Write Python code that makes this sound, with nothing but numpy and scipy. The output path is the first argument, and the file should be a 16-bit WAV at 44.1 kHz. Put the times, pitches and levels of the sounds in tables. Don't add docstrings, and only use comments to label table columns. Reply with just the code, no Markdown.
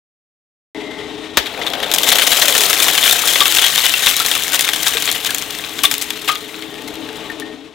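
import sys
import numpy as np
from scipy import signal
from scipy.fft import rfft, irfft, next_fast_len
from scipy.io import wavfile
from scipy.ndimage import uniform_filter1d, map_coordinates

SR = 44100
rng = np.random.default_rng(int(sys.argv[2]) if len(sys.argv) > 2 else 0)


def log_audio(samples):
    frames = np.atleast_2d(samples).T
    limited = np.clip(frames, -1, 1)
    pcm = np.round(limited * 32767).astype(np.int16)
    wavfile.write(sys.argv[1], SR, pcm)


N = 341378

# (frequency [Hz], level [dB])
PLASTIC_SPECTRUM = [(20, -5.5), (100, -23), (250, -9.5), (450, -4), (700, -0.5), (1050, -5.5), (1400, -3),
                    (2100, 0.5), (2600, 0), (3450, 4.5), (4600, -3), (7000, 0), (10500, -3.5),
                    (13000, -2.5), (16000, -4.5)]
# (time [s], crack level [dB], brightness [dB])
LOUD_SNAPS = [(1.735, -14, -13), (1.915, -11, -1), (1.938, -3.5, 8), (1.984, -7.5, 2.5), (2.033, -9, 3),
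              (2.089, -4, 6), (2.118, -10, -10), (2.156, -11, -8), (2.185, -6.5, -2), (2.219, -8.5, -11),
              (2.328, -14, -8), (2.482, -5, -1), (2.551, -5, -5), (2.579, -7.5, 15), (2.607, -7, 5),
              (2.636, -6, 6), (2.699, -5, 5), (2.73, -7.5, 2), (2.802, -9, 0), (2.883, -6.5, -5),
              (2.978, -6, -3), (3.111, -10, 16), (3.126, -5.5, 19), (3.277, -8, 13), (3.357, -6.5, -21),
              (3.405, -4.5, -5), (3.456, -7.5, -3), (3.549, -9, 5), (3.585, -7, -5), (3.642, -7.5, -9),
              (3.665, -9, 0), (3.778, -6.5, -3), (3.856, -9.5, -5), (3.939, -9.5, -8), (4.069, -3.5, -4),
              (4.083, -13, 2), (4.166, -11, 15), (4.2, -7.5, 2), (4.25, -13, -6), (4.262, -10, 19),
              (4.314, -8.5, -2.5), (4.352, -10.5, -4), (4.436, -16, 17), (4.545, -6, 3), (4.593, -8.5, 2),
              (4.609, -7.5, 6), (4.689, -9, -5), (4.734, -11.5, 1), (4.831, -13, 15), (4.881, -10.5, 14),
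              (4.97, -13.5, -6), (5.056, -19, 15), (5.076, -12, -22), (5.089, -12.5, -20),
              (5.115, -13.5, 8), (5.247, -17, -7), (5.306, -13.5, 1), (5.347, -12.5, 5), (5.383, -17.5, 10),
              (5.423, -20, 0), (5.79, -18.5, -6), (5.835, -8, 5), (5.853, -8, -1), (5.913, -9.5, 4),
              (5.94, -12.5, 6), (5.981, -18.5, 14), (6.105, -15.5, -5), (6.298, -15, -12),
              (6.355, -18.5, -11), (6.49, -33, -15), (6.543, -26, -21), (6.623, -24, -11),
              (7.089, -25.5, -14), (7.399, -26.5, 1)]
LANDING_S, FULL_LOAD_DB = 1.371, -18


def straws():
    def burst(power, low_hz, high_hz):
        noise = np.sqrt(np.abs(power)) * rng.standard_normal(N)
        return colour(noise, lambda f: shape(PLASTIC_SPECTRUM, f) * band(f, low_hz, high_hz))

    crumple_db, crunch_db, crackle_db = cutter_load()
    landed = np.arange(N) / SR > LANDING_S
    low_power, mid_power, high_power = [amp(db) ** 2 * landed for db in (crumple_db, crunch_db, crackle_db)]
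    crack_mid, crack_high, hollow = snaps(list(LOUD_SNAPS) + lesser_snaps(crunch_db, crackle_db))
    tear_mid, tear_high = tears()
    grain = fractures(per_s=2000, spread_db=3.5, clump_db=2.5, life_s=0.00039)
    crushing = mid_power * amp(0.5) + tear_mid
    crumple = burst(low_power * (1 + grain) / 2 + amp(-19) ** 2 * (crack_mid + tear_mid), 46, 1050)
    crunch = burst(crushing * (0.14 + 0.25 * grain) + crack_mid, 950, 4340)
    buckles = np.sqrt(crushing) * amp(-5.5) * buckling(960, 4368, t60=0.018, spread_db=7.5)
    splitting = high_power * amp(1) + tear_high
    crackle = burst(splitting * 0.64 * grain + crack_high, 3500, 18500)
    splinters = np.sqrt(splitting) * amp(-10) * buckling(4420, 15250, t60=0.054, spread_db=2)
    return crumple + crunch + buckles + crackle + splinters + hollow


def cutter_load():
    # (time [s], level [dB])
    load = [(1.42, -32), (1.85, -27.5), (2.0, -24.5), (2.1, -20), (3.1, -18), (3.25, -19), (3.7, -19),
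            (4.3, -21.5), (4.72, -26), (4.9, -21.5), (5.4, -30), (5.9, -31), (6.15, -32), (6.35, -31.5),
            (6.5, -36), (6.8, -39.5), (7.3, -42.5), (7.7, -61)]
    # (time [s], level [dB])
    crumple = [(1.4, -42), (1.6, -29.5), (2.15, -28), (3.3, -31.5), (3.7, -39), (4.95, -38.5), (5.5, -43),
               (6.2, -55.5), (7.4, -43), (7.7, -63)]
    bite_period_s, bite_at_s, first_split_s = 0.2449, 4.08, 1.91
    t = np.arange(N) / SR
    bite_db = 0.75 * np.cos(2 * np.pi * (t - bite_at_s) / bite_period_s)
    load_db = curves(load)[0] + bite_db
    crackle_db = FULL_LOAD_DB + 1.26 * (load_db - FULL_LOAD_DB) - 7.5 * (t < first_split_s)
    return curves(crumple)[0] + bite_db, load_db, crackle_db


def snaps(rows):
    tube_hz, mid_t60, treble_t60, tube_t60 = 3426, 0.026, 0.0083, 0.014
    mid, high, hollow = np.zeros((3, N))
    t = np.arange(SR // 12) / SR
    pitches = tube_hz * np.exp(0.059 * rng.standard_normal(400))
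    attack = 1 - np.exp(-t / 0.00026)
    for (s, crack_db, bright_db), hz in zip(rows, pitches):
        treble = treble_share(bright_db)
        add(mid, s, (1 - treble) * amp(crack_db + 2.5 - 60 * t / mid_t60) ** 2)
        add(high, s, treble * amp(crack_db + 8.5 - 60 * t / treble_t60) ** 2)
        envelope = np.sqrt(1 - treble) * amp(crack_db + 3.5 - 60 * t / tube_t60) * attack
        add(hollow, s, envelope * np.sin(2 * np.pi * hz * t))
    return mid, high, hollow


def lesser_snaps(crunch_db, crackle_db):
    full_load_per_s = 22
    rows = []
    for k, (shift, size, tone, luck) in enumerate(rng.uniform(-1, 1, (300, 4))):
        s = LANDING_S + (k + 2 + shift) / full_load_per_s
        at = int(s * SR)
        if at < N and abs(luck) < amp(.45 * (crunch_db[at] - FULL_LOAD_DB)):
            bright_db = crackle_db[at] - crunch_db[at] + 3 + 1.5 * tone
            rows.append((s, crunch_db[at] + 6.5 + 4.5 * size, bright_db))
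    return rows


def tears():
    # (time [s], rasp level [dB], brightness [dB])
    long_rips = [(1.458, -20, -12), (1.612, -20.5, -28), (1.665, -17.5, -8), (1.828, -17.5, -10),
                 (2.066, -11, -3), (2.117, -10, -2), (2.186, -13, -7), (2.22, -10.5, -3), (2.267, -10, 1.5),
                 (2.315, -9, 0), (2.367, -11, 3), (2.415, -7, 0), (2.481, -10, 3), (2.73, -25, 5),
                 (2.823, -9, 8), (3.026, -11, -4), (3.052, -9.5, -2), (3.077, -10, 2), (3.292, -17, 4),
                 (3.404, -10, -13), (3.559, -12, -1), (3.585, -30, -8), (3.624, -12.5, -7),
                 (3.663, -15.5, -3), (3.778, -25, -4), (3.837, -11.5, -7), (4.022, -13, -1),
                 (4.059, -12, -5), (4.084, -12.5, 11), (4.53, -12.5, -2), (4.595, -24, -4),
                 (4.639, -17.5, 0), (4.666, -17, -6), (4.734, -19, -3), (4.864, -12, -1.5),
                 (5.054, -22, 14), (5.147, -17.5, -4), (5.258, -16, 0), (5.638, -23, -9),
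                 (5.836, -10.5, -1), (5.914, -20, 7.5), (6.012, -17, 6.5), (6.155, -27, -7),
                 (6.277, -12, -7.5), (6.312, -22, -3), (6.875, -29, -1), (7.155, -33, -2)]
    long_t60, short_t60 = 0.078, .05
    rips = [(s, db, bright_db, long_t60) for s, db, bright_db in long_rips]
    rips += [(s, db - 9.5, bright_db, short_t60) for s, db, bright_db in LOUD_SNAPS]
    mid, high = np.zeros((2, N))
    t = np.arange(SR // 12) / SR
    for s, db, bright_db, t60 in rips:
        treble = treble_share(bright_db)
        rasp = amp(db - 60 * np.maximum(t - .011, 0) / t60) ** 2 * np.minimum(t / 0.0017, 1)
        add(mid, s, (1 - treble) * rasp * amp(1) ** 2)
        add(high, s, treble * rasp)
    return mid, high


def fractures(per_s, spread_db, clump_db, life_s):
    sizes = amp(spread_db * np.minimum(rng.standard_normal(N), 2.3) + clump_db * wobble(110))
    impulses = (rng.random(N) < per_s / SR) * sizes ** 2
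    power = signal.lfilter([1], [1, -np.exp(-1 / (life_s * SR))], impulses)
    return power / local_mean(power)


def buckling(low_hz, high_hz, t60, spread_db, count=4000):
    when, pitch, phase = rng.random((3, count, 1))
    size = amp(spread_db * np.minimum(rng.standard_normal((count, 1)), 2))
    age = np.arange(SR // 150)
    hz = low_hz + (high_hz - low_hz) * pitch
    rings = size * amp(-60 * age / SR / t60) * np.sin(2 * np.pi * (hz * age / SR + phase))
    scattered = np.bincount(((when * N).astype(int) + age).ravel(), rings.ravel(), N)[:N]
    plastic = colour(scattered, lambda f: shape(PLASTIC_SPECTRUM, f))
    return plastic / np.sqrt(local_mean(plastic ** 2))


def pops_and_knocks():
    # (time [s], level [dB], pitch [Hz],
    # t60 [s])
    rings = [(2.033, -3, 3570, 0.026), (3.111, 0, 3650, 0.028), (3.29, -4, 3230, .035),
             (3.412, -5.5, 1177, 0.067), (3.642, -2.5, 3270, 0.045), (3.857, -10, 2980, .04),
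             (3.938, -4, 2730, 0.038), (4.203, -12.5, 1322, 0.077), (4.951, -18.5, 454, 0.1),
             (5.292, -13.5, 1665, 0.058), (5.84, -8, 1148, 0.05), (5.853, 6.5, 3590, 0.026),
             (6.29, -9.5, 1232, 0.19), (7.299, -18, 1810, 0.075), (7.421, -22, 1815, 0.081)]
    out, t = np.zeros(N), np.arange(SR // 4) / SR
    attack = 1 - np.exp(-t / 0.00069)
    for s, db, hz, t60 in rings:
        drift = 0.05 * np.cumsum(rng.standard_normal(len(t)))
        add(out, s, amp(db - 60 * t / t60) * attack * np.sin(2 * np.pi * hz * t + drift))
    return out


def landing():
    # (frequency [Hz], level [dB])
    slap_spectrum = [(20, -13), (60, -1), (150, -8), (400, -5), (1100, -1), (2000, -1), (3300, 0.5),
                     (5000, -5), (9000, -15), (16000, -14.5)]
    slap, thump, t = np.zeros(N), np.zeros(N), np.arange(SR // 4) / SR
    clatter = (amp(-1.5 - 60 * t / 0.06) + amp(-25 - 60 * t / 0.22)) * (1 - np.exp(-t / 0.00031))
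    add(slap, LANDING_S, clatter * rng.standard_normal(len(t)))
    add(thump, LANDING_S, amp(-24 - 60 * t / .1) * np.sin(2 * np.pi * 66 * t))
    return colour(slap, lambda f: shape(slap_spectrum, f)) + thump


def groan():
    # (time [s], pitch [Hz], level [dB])
    glide = [(2.3, 820, -80), (2.42, 676, -32), (2.59, 429.4, -27), (2.95, 400, -65)]
    hz, db = curves(glide)
    phase = 2 * np.pi * np.cumsum(hz) / SR
    t = np.arange(N) / SR
    squeezed = (t > glide[0][0]) & (t < glide[-1][0])
    return squeezed * amp(db) * (wobble(90) * np.sin(phase) + wobble(90) * np.cos(phase))


def gearbox():
    # (time [s], hum level [dB], hiss level [dB])
    drive = [(.75, -29, -35.5), (1.12, -27, -34.5), (1.35, -33.5, -35.5), (4, -40.5, -36), (5, -38.5, -34),
             (6.65, -35, -38), (7, -27.5, -36.5), (7.2, -33, -34), (7.5, -31.5, -38.5), (7.74, -42, -47.5)]
    # (frequency [Hz], level [dB])
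    gear_tones = [(254, -10.5), (317.6, -4), (441.4, -7.5), (624.5, -10), (872, -13.5), (963.6, -19),
                  (1846, -15)]
    # (frequency [Hz], width [Hz], level [dB])
    casing_modes = [(259, 46, -3), (308, 24, 2), (412, 22.5, 2), (430, 21, 4), (625, 70, -11),
                    (834, 160, -16.5)]
    # (frequency [Hz], level [dB])
    hiss_spectrum = [(20, -3), (55, 0), (150, 6), (700, 1), (1100, 3.5), (1650, -2), (2000, 2.5), (2500, 2),
                     (3700, 5), (4500, -5.5), (8500, -14), (10000, -19.5), (16000, -28)]
    # (time [s], level [dB])
    cutter_rub = [(.75, -39), (.97, -36), (1.15, -53), (1.4, -70)]

    def casing_gain(f):
        return np.abs(sum((-1) ** k * amp(db) * 1j * f * width / (hz * hz - f * f + 1j * f * width)
                          for k, (hz, width, db) in enumerate(casing_modes)))

    hum_db, hiss_db = curves(drive)
    t, start_s = np.arange(N) / SR, .748
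    tones = sum(amp(db + 4.5 * wobble(9)) * np.sin(2 * np.pi * hz * t + 0.9 * wobble(16))
                for hz, db in gear_tones)
    casing = colour(rng.standard_normal(N) * amp(0.87 * wobble(5.9)), casing_gain)
    hum = amp(-6) * unit(tones) + amp(-3) * casing
    hiss = colour(rng.standard_normal(N) * amp(1.8 * wobble(70)), lambda f: shape(hiss_spectrum, f))
    whine = colour(rng.standard_normal(N), lambda f: band(f, 2080, 2020, order=30))
    return (t > start_s) * (amp(hum_db) * hum + amp(hiss_db) * hiss + amp(curves(cutter_rub)[0]) * whine)


def hopper(x, t60, dull_hz):
    t = np.arange(SR // 3) / SR
    tail = rng.standard_normal((2, len(t))) * amp(-60 * t / t60) * (t > .002)
    tail /= np.linalg.norm(tail[0])
    tail = signal.lfilter(*signal.butter(1, dull_hz, fs=SR), tail)
    return signal.oaconvolve(x[None], tail, axes=1)[:, :N]


def amp(db):
    return 10 ** (np.asarray(db) / 20)


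def unit(x):
    return x / np.sqrt(np.mean(x ** 2) + 1e-20)


def local_mean(power):
    return np.abs(uniform_filter1d(power, size=1800)) + 1e-9


def treble_share(bright_db):
    return 1 / (1 + amp(-bright_db) ** 2)


def curves(rows):
    s, *cols = np.transpose(rows)
    return [np.interp(np.arange(N) / SR, s, c) for c in cols]


def wobble(rate):
    knots = np.random.default_rng(rng.integers(2 ** 31)).standard_normal(int(N * rate / SR) + 4)
    coarse = np.arange(0, N + 32, 32)
    return np.interp(np.arange(N), coarse, map_coordinates(knots, [coarse * rate / SR], order=2))


def shape(points, hz):
    f, db = np.transpose(points)
    return amp(np.interp(np.log(hz + 1), np.log(f), db))


def colour(x, gain):
    size = 4096
    cepstrum = irfft(np.log(unit(gain(np.fft.rfftfreq(size, 1 / SR))) + 1e-6))
    cepstrum[1:size // 2] *= 2
    cepstrum[size // 2 + 1:] = 0
    return signal.oaconvolve(x, irfft(np.exp(rfft(cepstrum))))[:N]


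def band(hz, low_hz, high_hz, order=4):
    return ((1 + (low_hz / (hz + 1)) ** (2 * order)) * (1 + (hz / high_hz) ** (2 * order))) ** -.5


def add(track, s, sound):
    part = track[round(s * SR):][:len(sound)]
    part += sound[:len(part)]


def scene():
    direct = gearbox() + straws() + groan() + pops_and_knocks() + landing()
    echoes = amp(-10.5) * hopper(direct, t60=0.26, dull_hz=6100)
    return (direct + echoes) * amp([[3.6], [-5.7]])


def record(dry):
    top_hz = 15900
    clipped = np.clip(dry, -1, 1)
    size = next_fast_len(N + SR // 4)
    hz = np.fft.rfftfreq(size, 1 / SR)
    return irfft(rfft(clipped, size) / (1 + (hz / top_hz) ** 160), size)[:, :N]


dry = scene()
out = record(dry)
log_audio(out)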